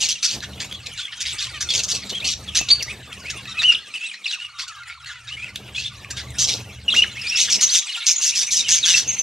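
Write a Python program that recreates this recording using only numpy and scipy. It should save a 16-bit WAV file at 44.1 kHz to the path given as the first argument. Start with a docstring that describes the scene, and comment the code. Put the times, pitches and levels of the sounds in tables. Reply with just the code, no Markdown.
"""A flock of budgerigars chatters in a small aviary: rasping squawks made of rapid puffs of air and a beak chirp,
whistles that are single gliding tones, and soft nasal warbles built from stacked harmonics.
Beaks and claws tick on perches as short ringing bursts of noise, and birds further off twitter as many
overlapping glides over a wash of noise. The hand-held phone adds shaped noise for rumble and rubbing, and one bump.
Weak echoes and a short tail give the sound of the aviary."""
import sys
import numpy as np
from scipy import signal
from scipy.fft import rfft, irfft, next_fast_len
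from scipy.io import wavfile
from scipy.ndimage import uniform_filter1d, minimum_filter1d, map_coordinates

SR = 44100
rng = np.random.default_rng(int(sys.argv[2]) if len(sys.argv) > 2 else 0)


def waveform_to_disk(signal):
    """Save audio, clipped to [-1, 1], as 16-bit WAV at the path in sys.argv[1]."""
    frames = np.transpose(np.atleast_2d(signal))
    scaled = np.clip(frames, -1, 1) * 32767
    samples = np.round(scaled).astype(np.int16)
    wavfile.write(sys.argv[1], SR, samples)


N = 406602  # samples in the scene

# Rasping squawks. Each row: start in seconds, length in seconds, middle throat level in dB,
# beak level in dB, low throat level in dB.
SQUAWK_CALLS = [(0, 0.082, -25, -22.5, -45), (0.084, 0.054, -26, -23.5, -52),
                (0.223, 0.05, -21.5, -20.5, -37), (0.263, 0.11, -29.5, -31.5, -48),
                (0.42, 0.036, -34, -39, -35.5), (0.596, 0.047, -28, -34, -38),
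                (0.857, 0.023, -30.5, -37, -55), (0.971, 0.058, -30, -39.5, -41.5),
                (1.118, 0.035, -33.5, -61, -35.5), (1.2, 0.035, -30.5, -27, -42.5),
                (1.247, 0.09, -30, -36.5, -45), (1.377, 0.11, -29.5, -34, -42.5),
                (1.602, 0.037, -31.5, -24, -37.5), (1.685, 0.055, -27, -32, -59),
                (1.728, 0.09, -23.5, -24, -45), (1.829, 0.029, -32, -24, -49),
                (1.878, 0.059, -27, -23.5, -44), (1.935, 0.048, -30, -28.5, -48),
                (2.017, 0.032, -35.5, -59, -47), (2.089, 0.03, -30, -31, -64),
                (2.238, 0.11, -24, -26.5, -58), (2.547, .054, -22, -17.5, -35),
                (2.682, 0.043, -21.5, -28, -47), (3.297, .024, -30, -29.5, -38),
                (3.612, 0.034, -27, -33, -26.5), (3.713, 0.03, -29.5, -38, -34),
                (4.131, 0.033, -35.5, -50, -42), (4.303, 0.058, -30.5, -38.5, -43.5),
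                (4.58, .069, -32, -36.5, -41), (4.675, 0.026, -35, -38.5, -58),
                (4.889, 0.048, -43, -61, -38), (5.054, 0.09, -39.5, -47, -39.5),
                (5.268, 0.045, -37.5, -48, -45), (5.748, 0.15, -33, -39.5, -62),
                (6.101, 0.024, -35, -28.5, -40), (6.16, 0.066, -31, -37, -38), (6.379, 0.09, -25, -19, -50),
                (6.467, 0.083, -23.5, -25, -49), (6.529, 0.059, -38, -37, -47.5),
                (6.935, 0.084, -26.5, -28.5, -56), (7.362, 0.11, -20.5, -20, -60),
                (7.492, 0.083, -25.5, -20.5, -64), (7.605, 0.057, -24, -18, -41),
                (7.668, 0.08, -37, -31, -43), (7.731, 0.072, -21.5, -16.5, -39.5),
                (8.06, 0.078, -25, -15.5, -45), (8.205, 0.12, -27, -19, -53), (8.345, .11, -29, -21, -43),
                (8.501, 0.12, -27, -19, -68), (8.683, 0.11, -22.5, -14.5, -35), (8.848, .1, -20, -17, -32),
                (8.944, 0.072, -23, -18.5, -35)]
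# Whistled notes. Each row: start in seconds, length in seconds, pitch halfway through in Hz,
# slide from start to end in octaves, level in dB.
WHISTLE_NOTES = [(0.14, 0.052, 2650, -0.61, -37), (0.712, .05, 3440, 0.012, -33.5),
                 (0.991, 0.084, 3490, -0.081, -33), (1.072, 0.043, 2250, .3, -41.5),
                 (1.688, 0.035, 3470, -0.16, -21.5), (2.127, 0.062, 3234, 0.15, -27.5),
                 (2.201, 0.015, 3600, -0.36, -29), (2.214, .045, 2670, .5, -30.5),
                 (2.476, 0.023, 3320, -.15, -29.5), (2.596, 0.044, 2680, -0.0027, -29.5),
                 (2.701, 0.039, 4616, 0.12, -10.5), (2.729, 0.041, 4450, -0.025, -29),
                 (2.793, 0.045, 2410, -1.15, -31.5), (2.877, 0.046, 2390, 0.39, -31),
                 (3.246, 0.059, 2515, 0.35, -32), (3.339, 0.075, 2770, 0.23, -39.5),
                 (3.473, 0.06, 3900, -0.025, -35.5), (3.473, 0.056, 5740, 0.0015, -45),
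                 (3.57, 0.03, 2620, 0.0043, -23.5), (3.59, .031, 3810, -0.23, -22),
                 (3.632, .049, 2985, 0.2, -14.5), (3.677, .04, 2866, -.1, -11),
                 (3.711, .018, 2810, .03, -21), (3.746, .012, 3120, -.6, -17.5),
                 (3.939, .022, 2645, -0.082, -28.5), (3.954, .033, 2800, -.25, -29.5),
                 (4.008, 0.073, 2705, 0, -29.5), (4.035, 0.052, 3800, 0.45, -37.5),
                 (4.044, .07, 8300, .42, -43), (4.087, 0.044, 2680, -0.82, -34.5),
                 (4.24, .019, 3910, 0.41, -30.5), (4.256, 0.014, 2670, -0.33, -21),
                 (4.263, 0.039, 4420, -.55, -31), (4.274, 0.043, 3920, .1, -30),
                 (4.324, .03, 2777, -0.21, -26), (4.348, 0.043, 1297, -0.84, -46),
                 (4.385, 0.086, 2910, 0.073, -33), (5.286, 0.07, 2850, 0.3, -34),
                 (5.366, .054, 2410, 0.18, -35), (5.418, 0.0296, 2560, .1, -29.5),
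                 (5.452, 0.052, 2410, -0.82, -37.5), (5.746, .028, 3450, 0.028, -28.5),
                 (5.749, 0.0678, 2610, 0.24, -30), (5.844, 0.0273, 3580, 0.017, -27),
                 (6.88, 0.018, 2860, -0.15, -14.5), (6.899, 0.017, 3900, 0.26, -22),
                 (6.916, 0.021, 3380, -.35, -18), (6.938, 0.02, 1900, 1.24, -25),
                 (6.963, 0.047, 2870, 0.0058, -13.5), (7.02, .012, 2965, 0.23, -10.5),
                 (7.028, .021, 2420, -1.86, -24), (7.155, 0.061, 2500, 0.72, -34),
                 (7.211, 0.017, 5100, 0.024, -30.5), (7.241, 0.047, 2433, -0.021, -27.5),
                 (7.267, .048, 5250, .38, -25), (7.309, .052, 2740, 0.028, -23.5),
                 (7.354, 0.0186, 5450, 0.24, -20), (7.53, 0.029, 5400, 0, -21),
                 (7.623, .032, 6350, -0.32, -14.5), (7.66, .025, 6130, -0.4, -23),
                 (7.689, 0.026, 4550, 0.55, -22.5), (7.71, .051, 6200, 0.025, -21.5),
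                 (7.877, 0.034, 3090, -.4, -29), (7.923, 0.046, 3250, -1.18, -28),
                 (8.042, 0.018, 2410, -0.4, -36), (8.159, .014, 6900, 0.13, -21),
                 (8.177, .022, 6650, -.2, -23), (8.316, 0.0385, 2660, .22, -32),
                 (8.461, 0.034, 6260, .1, -27.5), (8.59, .024, 3900, -.14, -21),
                 (8.644, 0.072, 2820, -0.3, -28.5), (8.828, .029, 3550, -0.37, -17.5),
                 (8.879, 0.043, 2940, -.15, -21.5), (9.075, 0.045, 6450, -0.082, -20.5),
                 (9.128, .028, 6480, -0.21, -26), (9.183, 0.035, 6320, -0.048, -20.5)]
# Nasal warbles. Each row: start in seconds, length in seconds, pitch halfway through in Hz,
# slide from start to end in octaves, level in dB.
WARBLE_NOTES = [(1.536, 0.059, 603, -0.257, -35), (3.467, 0.092, 657, -.1, -44),
                (3.54, 0.05, 660, 0.17, -40), (4.75, 0.12, 537, -0.14, -50.5),
                (5.128, 0.086, 494, -.18, -44.5), (7.965, .068, 447, -0.23, -37.5)]
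# Beak and claw ticks. Each row: time in seconds, peak level in dB, resonance in Hz.
PERCH_TICKS = [(0.088, -11.5, 5300), (0.405, -19.5, 4030), (0.7256, -18.5, 3400), (2.8258, -9, 4830),
               (2.8308, -10, 5700), (3.1285, -21, 3270), (3.4544, -24.5, 2610), (4.834, -31, 4260),
               (5.046, -26.5, 2670), (5.5581, -14.5, 3530), (6.0466, -22, 2460), (6.305, -30, 7980)]
# How strong the distant chatter is, before its two parts are balanced. Each row: time in seconds, level in dB.
CHATTER_LEVEL = [(0.0, -22.5), (0.13, -36), (0.36, -45), (1.03, -39), (1.21, -34.5), (2.11, -39.5),
                 (2.28, -54), (2.54, -36), (2.67, -39), (3.08, -41), (3.52, -41.5), (4.03, -40),
                 (4.19, -42.5), (5.11, -45), (5.24, -46), (6.83, -42.5), (7.04, -38), (7.5, -27.5),
                 (8.06, -33.5), (8.81, -29), (9.07, -34), (9.22, -36)]
# How strong the low muttering is, before its own trim. 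Each row: time in seconds, level in dB.
MUTTER_LEVEL = [(0.0, -54), (1.23, -49.5), (1.64, -46.5), (2.13, -51), (3.62, -44), (4.21, -56.5),
                (4.72, -40), (5.65, -53.5), (6.32, -43.5), (6.73, -54.5), (7.32, -48), (9.22, -57.5)]
# Tone colours of the throat, beak, nose and distant birds.
# Each row: frequency in Hz, relative level in dB.
LOW_THROAT_COLOUR = [(200, -74), (700, -8.5), (1150, -5.5), (1500, 6), (2000, 10.5), (2600, 3.5),
                     (5000, -58)]
MID_THROAT_COLOUR = [(1200, -68), (2100, -8), (2900, -0.5), (3600, 4.5), (4600, 0), (5600, -12),
                     (9000, -61)]
BEAK_COLOUR = [(3200, -35), (4700, -1.5), (5600, 1.5), (6400, -1), (7200, -3), (8200, -10), (9700, -15.5),
               (11000, -25), (14500, -28)]
NASAL_COLOUR = [(500, -29), (1000, -10), (1600, 4), (2200, -4), (3100, 2.5), (4100, -6.5), (5500, -17),
                (8000, -22), (12000, -41)]
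FAR_COLOUR = [(300, -49), (550, -28), (800, -6.5), (1400, -6.5), (2700, 11.5), (4500, 2), (6500, 1),
              (9000, -3.5), (14500, -29.5)]
# Tone colours of the booming phone case and of skin rubbing on it.
# Each row: frequency in Hz, relative level in dB.
RUMBLE_COLOUR = [(30, -14), (50, -5), (60, -13), (71, 6.5), (82, -4), (105, -3.5), (125, 3.5), (140, -8),
                 (172, -15), (196, -0.5), (220, -20), (280, -14.5), (420, -52)]
RUBBING_COLOUR = [(120, -12), (200, -1), (300, -2), (500, -2), (800, -5.5), (1500, -17), (4000, -23)]
# How strong the case rumble is, then the rubbing. Each row: time in seconds, level in dB.
RUMBLE_LEVEL = [(0.0, -46), (0.25, -63), (0.36, -40), (0.95, -42.5), (1.1, -62), (1.28, -44.5),
                (1.98, -42.5), (2.15, -50), (2.39, -39.5), (3.62, -46.5), (4.24, -86), (4.41, -65),
                (5.52, -44.5), (6.52, -38), (7.8, -54.5), (7.83, -72), (9.12, -42), (9.22, -59)]
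RUBBING_LEVEL = [(0.0, -49.5), (0.25, -62), (0.38, -44), (0.74, -50), (1.08, -67), (1.85, -47), (3.57, -51),
                 (4.96, -87.5), (5.6, -49), (5.88, -55.5), (6.57, -43), (6.8, -56.5), (6.91, -42.5),
                 (7.37, -56.5), (7.58, -46), (7.91, -71.5), (8.42, -57), (9.22, -49)]
# How long the aviary rings. Each row: frequency in Hz, time to fade by 60 dB in seconds.
AVIARY_FADE = [(200, 0.55), (2500, 0.24), (6000, 0.35), (14000, 0.064)]

# The harder a squawk rings at the beak, the deeper its pulses (levels in dB, depth 0 to 1).
HARD_DB, HARD_DEPTH, DEPTH_PER_DB, SOFT_DEPTH = -16.5, 0.89, 0.23, 0.39
SQUAWK_EDGE_S = 0.0049  # rise and fall of the hardest squawks, in seconds
SQUAWK_PEAK, WHISTLE_PEAK = 0.39, 0.5  # loudest moment, as a share of the note's length
# Level and rising notes start and end this many octaves under their straight slide.
ARCH_OCTAVES = 0.1182
# Falling notes arch less; steep ones bend the other way: they drop fast, then level off.
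DIVE_BEND, DIVE_LIMIT_OCTAVES = 0.341, 0.093
# A whistle swells as it slides through this throat resonance: centre, width, boost.
THROAT_HZ, THROAT_OCTAVES, THROAT_DB = 3050, 0.49, 5.5
TOP_HZ = 14350  # nothing is kept from here up


def squawks(pulse_hz=180, jitter=0.14, beak_hz=6000, arch_hz=850, sag_db=22):
    """The syrinx opens in rapid puffs: each rasps in the throat and makes a tiny arched chirp at the beak."""
    breathy, ringing = np.zeros(N), np.zeros(N)
    for start, length, mid_db, beak_db, low_db in SQUAWK_CALLS:
        u = progress(length)
        n = len(u)
        depth = np.clip(HARD_DEPTH + DEPTH_PER_DB * (beak_db - HARD_DB), SOFT_DEPTH, 1)
        rate = pulse_hz * (1 + 0.041 * rng.standard_normal() + jitter * wobble(n, 161.6))
        opening = (1 - np.cos(phase_of(rate) + 1)) / 2
        puffs = np.exp(1.8 * depth * opening) * amp(1.9 * wobble(n, 170))
        # deeply pulsed calls start and stop abruptly, the others ease in and out
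        edge = SQUAWK_EDGE_S + 0.23 * length * (1 - depth) ** 2
        drive = puffs * swell(u, SQUAWK_PEAK, edge, sag_db)

        # quiet calls are more voiced than the hard scolding
        voiced = np.clip(0.25 - (mid_db + 20) / 45, 0.2, 0.65)
        low = throat(drive, LOW_THROAT_COLOUR, centre_hz=1672, voiced=voiced)
        mid = throat(drive, MID_THROAT_COLOUR, centre_hz=2918, voiced=voiced)
        upper_mid = throat(drive, MID_THROAT_COLOUR, centre_hz=3980, voiced=voiced)
        mid = unit(mid + 1.6 * upper_mid)

        hiss = coloured(drive * rng.standard_normal(n), BEAK_COLOUR)
        chirp_hz = beak_hz + arch_hz * depth * (opening - 0.5)
        chirp_hz = chirp_hz + 190 * wobble(n, 892) + 210 * wobble(n, 60.44)
        chirp = unit(drive * np.sin(phase_of(chirp_hz)))
        # hard calls ring at the beak, soft ones stay breathy
        share = np.clip(0.56 + (beak_db + 15) / 40, 0.08, 0.7)
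        add(ringing, start, amp(beak_db) * np.sqrt(share) * chirp)
        beak_air = amp(beak_db) * np.sqrt(1 - share) * hiss
        add(breathy, start, amp(low_db) * low + amp(mid_db) * mid + beak_air)
    return ringing + uneven(breathy, depth_db=3.3)


def throat(drive, spectrum, centre_hz, voiced, wander=0.09, scatter=0.024):
    """One throat resonance: rushing air mixed with an unsteady tone, at about rms 1."""
    n = len(drive)
    drift = wander * (wobble(n, 54.83) + rng.standard_normal())
    hz = centre_hz * np.exp(drift + scatter * wobble(n, 712))
    air = coloured(drive * rng.standard_normal(n), spectrum)
    tone = unit(drive * np.sin(phase_of(hz)))
    share = np.clip(voiced, 0, 1)
    return np.sqrt(share) * tone + np.sqrt(1 - share) * air


def uneven(x, depth_db, size=5):
    """Tongue and beak keep moving: patches of the spectrum, some hundred Hz wide, swell and fade."""
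    z = signal.stft(x, nperseg=256)[2]
    across_hz = uniform_filter1d(rng.standard_normal(z.shape), size - 1, 0)
    field = uniform_filter1d(across_hz, size + 2, 1)  # now smooth over time too
    gain = amp(depth_db * unit(field))
    return signal.istft(z * unit(gain), nperseg=256)[1][:len(x)]


def whistles():
    """The gliding notes of the nearby birds: the louder a note, the purer."""
    out = np.zeros(N)
    for start, length, pitch, slide, db in WHISTLE_NOTES:
        rough = np.clip((-db - 11) / 22, 0.12, 0.9)
        add(out, start, amp(db) * whistle(progress(length), pitch, slide, rough))
    return out


def whistle(u, pitch, slide, rough, second_db=-25, third_db=-31, rasp_db=-14, breath_db=-13):
    """One gliding tone with weak overtones; roughness makes it tremble, rasp and hiss."""
    n = len(u)
    tune = arc(u, pitch, slide)
    hz = tune * (1 + 0.028 * rough * wobble(n, 380))
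    flutter = amp((1 + 3 * rough) * wobble(n, 170))
    octaves_off = np.log2(tune / THROAT_HZ)
    resonance = amp(THROAT_DB / (1 + (octaves_off / THROAT_OCTAVES) ** 2))
    phase = phase_of(hz)
    tone = np.sin(phase) * (1 + rough * amp(rasp_db) * wobble(n, 2200))
    for k, db in ((2, second_db), (3, third_db)):
        flicker_db = 4 * wobble(n, 110)
        level = amp(db + 2.3 * (rough - 0.4) + flicker_db)
        # overtones fade out above about 10500 Hz
        tone = tone + level * np.sin(k * phase) / (1 + (k * hz / 10500) ** 10)
    tone += rough * amp(breath_db) * coloured(rng.standard_normal(n), FAR_COLOUR)
    spindle = swell(u, WHISTLE_PEAK, edge=0.0018, sag_db=24)
    return unit(tone * flutter * resonance * spindle)


def arc(u, pitch, slide):
    """The pitch of a note: an arched slide, or a steep dive that levels off."""
    arch = max(ARCH_OCTAVES + DIVE_BEND * min(slide, 0), -DIVE_LIMIT_OCTAVES)
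    return pitch * 2 ** (slide * (u - 0.5) - arch * (2 * u - 1) ** 2)


def warbles():
    """Soft nasal notes, each placed at its time and level."""
    out = np.zeros(N)
    for start, length, pitch, slide, db in WARBLE_NOTES:
        add(out, start, amp(db) * warble(progress(length), pitch, slide))
    return out


def warble(u, pitch, slide, count=16):
    """A nasal note: a stack of harmonics shaped by the throat, each swelling on its own."""
    hz = arc(u, pitch, slide) * (1 + 0.009 * wobble(len(u), 250))
    k = np.arange(1, count + 1)[:, None]
    drift_db = 3.5 * np.array([wobble(len(u), 50) for _ in range(count)])
    levels = amp(along(NASAL_COLOUR, k * hz) + drift_db)
    start_phases = rng.uniform(0, 2 * np.pi, (count, 1))
    partials = levels * np.sin(k * phase_of(hz) + start_phases)
    return unit(partials.sum(axis=0) * swell(u, 0.17, edge=0.01, sag_db=19))


def ticks(t60=0.016):
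    """Beaks and claws on perches: short dry bursts of noise, each ringing at one resonance."""
    out, t = np.zeros(N), np.arange(SR // 20) / SR
    for s, db, hz in PERCH_TICKS:
        burst = rng.standard_normal(len(t)) * amp(-60 * t / t60)
        snap = filtered(burst, lambda f: 1j * f * hz * 0.6 / (hz * hz - f * f + 1j * f * hz * 0.074))
        add(out, s, amp(db) * snap / np.abs(snap).max())
    return out


def flock(chirp_db=-5, wash_db=-4.0, mutter_db=-2, lowest_hz=700):
    """Birds further off: twitter over a rasping wash, and low muttering; small throats make no bass."""
    wash = uneven(coloured(rng.standard_normal(N), FAR_COLOUR), depth_db=7.0)
    wash = wash * amp(4.2 * wobble(N, 40))  # restless loudness
    high = amp(chirp_db) * twitter(centre_hz=3187, octaves=1.1, count=360) + amp(wash_db) * wash
    low = amp(mutter_db) * twitter(centre_hz=1512, octaves=0.93, count=330)
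    chatter = amp(curves(CHATTER_LEVEL)[0]) * high + amp(curves(MUTTER_LEVEL)[0]) * low
    return filtered(chatter, lambda hz: 1 / np.sqrt(1 + (lowest_hz / (hz + 1)) ** 10))


def twitter(centre_hz, octaves, count, mean_slide=-0.1426, slide_range=0.695):
    """An unbroken run of short overlapping glides around one pitch, at rms 1."""
    out = np.zeros(N)
    for i, (when, length, pitch, slide, size) in enumerate(rng.random((count, 5))):
        u = progress(0.0221 + 0.045 * length)
        hz = centre_hz * 2 ** (octaves * (pitch - 0.5))
        note = whistle(u, hz, mean_slide + slide_range * (slide - 0.5), rough=0.93)
        add(out, (i + when) / count * N / SR, amp(3.4 * size) * note)
    return unit(out)


def handling(bump_s=2.612, bump_db=-19, bump_hz=70, bump_t60=0.039, split_hz=160, upper_db=7):
    """Fingers shift on the phone: the case rumbles, skin rubs, and one bump thuds."""
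    rumble_db, rub_db = curves(RUMBLE_LEVEL) + curves(RUBBING_LEVEL)
    boom = coloured(rng.standard_normal(N), RUMBLE_COLOUR)
    deep = filtered(boom, lambda hz: 1 / (1 + (hz / split_hz) ** 16))
    # the upper resonance of the case follows the rubbing of the skin
    out = amp(rumble_db) * deep + amp(rub_db + upper_db) * (boom - deep)
    rubbing = coloured(rng.standard_normal(N), RUBBING_COLOUR)
    out += amp(rub_db + 4.0 * wobble(N, 40)) * rubbing
    t = np.arange(SR // 4) / SR
    knock = coloured(rng.standard_normal(len(t)), RUBBING_COLOUR) * amp(-60 * t / 0.019)
    thud = np.sin(2 * np.pi * bump_hz * t) * amp(-60 * t / bump_t60)
    add(out, bump_s, amp(bump_db) * (0.83 * knock - thud))
    return out


def aviary(x, early_db=-14, tail_db=-13, count=8):
    """Nearby floor and walls throw back weak copies, along with a short diffuse tail."""
    hz, t, z = signal.stft(rng.standard_normal(SR // 2), SR, nperseg=256)
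    fade = amp(-60 * t / along(AVIARY_FADE, hz)[:, None])
    tail = signal.istft(z * fade, SR, nperseg=256)[1]
    echo = amp(tail_db) * tail / np.linalg.norm(tail)
    delays = (rng.uniform(0.002, 0.02, count) * SR).astype(int)
    echo[delays] += amp(early_db) * rng.choice([-1, 1], count) / np.sqrt(count)
    return signal.fftconvolve(x, echo)[:N]


def ports(x, lag_samples):
    """Sound reaches the right microphone port a moment before the left."""
    sides = np.array([[-1], [1]])  # left is delayed, right is advanced, by half the lag each
    return filtered(x, lambda hz: np.exp(1j * np.pi * hz / SR * lag_samples * sides))


def amp(db):
    """Decibels to gain."""
    return 10 ** (np.asarray(db) / 20)


def unit(x):
    """Scale to rms 1, a standard average strength."""
    return x / np.sqrt(np.mean(x ** 2) + 1e-20)


def along(points, hz):
    """Read (Hz, value) points on a log axis."""
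    f, v = np.transpose(points)
    return np.interp(np.log(np.abs(hz) + 1), np.log(f + 1), v)


def curves(rows):
    """One value per sample for each column after the time."""
    s, *cols = np.transpose(rows)
    return [np.interp(np.arange(N) / SR, s, c) for c in cols]


def wobble(n, rate):
    """A smooth random curve of n samples, with rate random points a second."""
    knots = rng.standard_normal(int(n * rate / SR) + 4)
    return map_coordinates(knots, [np.arange(n) * rate / SR], mode="mirror")


def filtered(x, response):
    """Multiply the spectrum of x by a response of frequency."""
    n = x.shape[-1]
    m = next_fast_len(n + 2048)  # spare room for the filter to ring out
    return irfft(rfft(x, m) * response(np.fft.rfftfreq(m, 1 / SR)), m)[..., :n]


def coloured(x, spectrum):
    """Give x a tone colour, at rms 1."""
    return unit(filtered(x, lambda hz: amp(along(spectrum, hz))))


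def add(track, s, sound):
    """Mix a sound into a track at time s in seconds."""
    i = int(np.clip(round(s * SR), 0, N))
    track[i:i + len(sound)] += sound[:N - i]


def progress(length):
    """0 to 1 over the samples of a note, which lasts at least 5 ms."""
    return np.linspace(0, 1, max(int(length * SR), SR // 200))


def swell(u, peak, edge, sag_db):
    """Air pressure over a note: smooth edges in seconds, sagging away from its loudest moment."""
    ends = np.clip(np.minimum(u, 1 - u) * len(u) / SR / edge, 0, 1)
    return unit(np.sin(ends * np.pi / 2) ** 2 * amp(-sag_db * (u - peak) ** 2))


def phase_of(hz):
    """Running phase of a moving frequency, in radians."""
    return 2 * np.pi * np.cumsum(hz) / SR


def scene():
    """All birds in the aviary and the handled phone, heard at two closely spaced ports."""
    birds = squawks() + whistles() + warbles() + ticks() + flock()
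    centre = birds + aviary(birds) + handling()
    # extra echoes, opposite at the two ports, widen mainly the treble: (Hz, dB)
    width = [(500, -69), (3000, -9.0), (7000, -2.0), (12000, 7)]
    echoes = aviary(birds, early_db=-9.0, tail_db=-19.5)
    spread = filtered(echoes, lambda hz: amp(along(width, hz)))
    return ports(centre, lag_samples=0.76) + np.array([spread, -spread])


def record(dry, low_cut_hz=44):
    """A fast limiter holds the loudest moments; the phone drops the deepest bass and the highest treble."""
    needed = np.minimum(1, 0.78 / (np.abs(dry).max(axis=0) + 1e-9))
    gain = uniform_filter1d(minimum_filter1d(needed, size=45), size=31)
    return filtered(dry * gain, lambda hz: (hz < TOP_HZ) / (1 + (low_cut_hz / (hz + 1)) ** 8))


dry = scene()
out = record(dry)
waveform_to_disk(out)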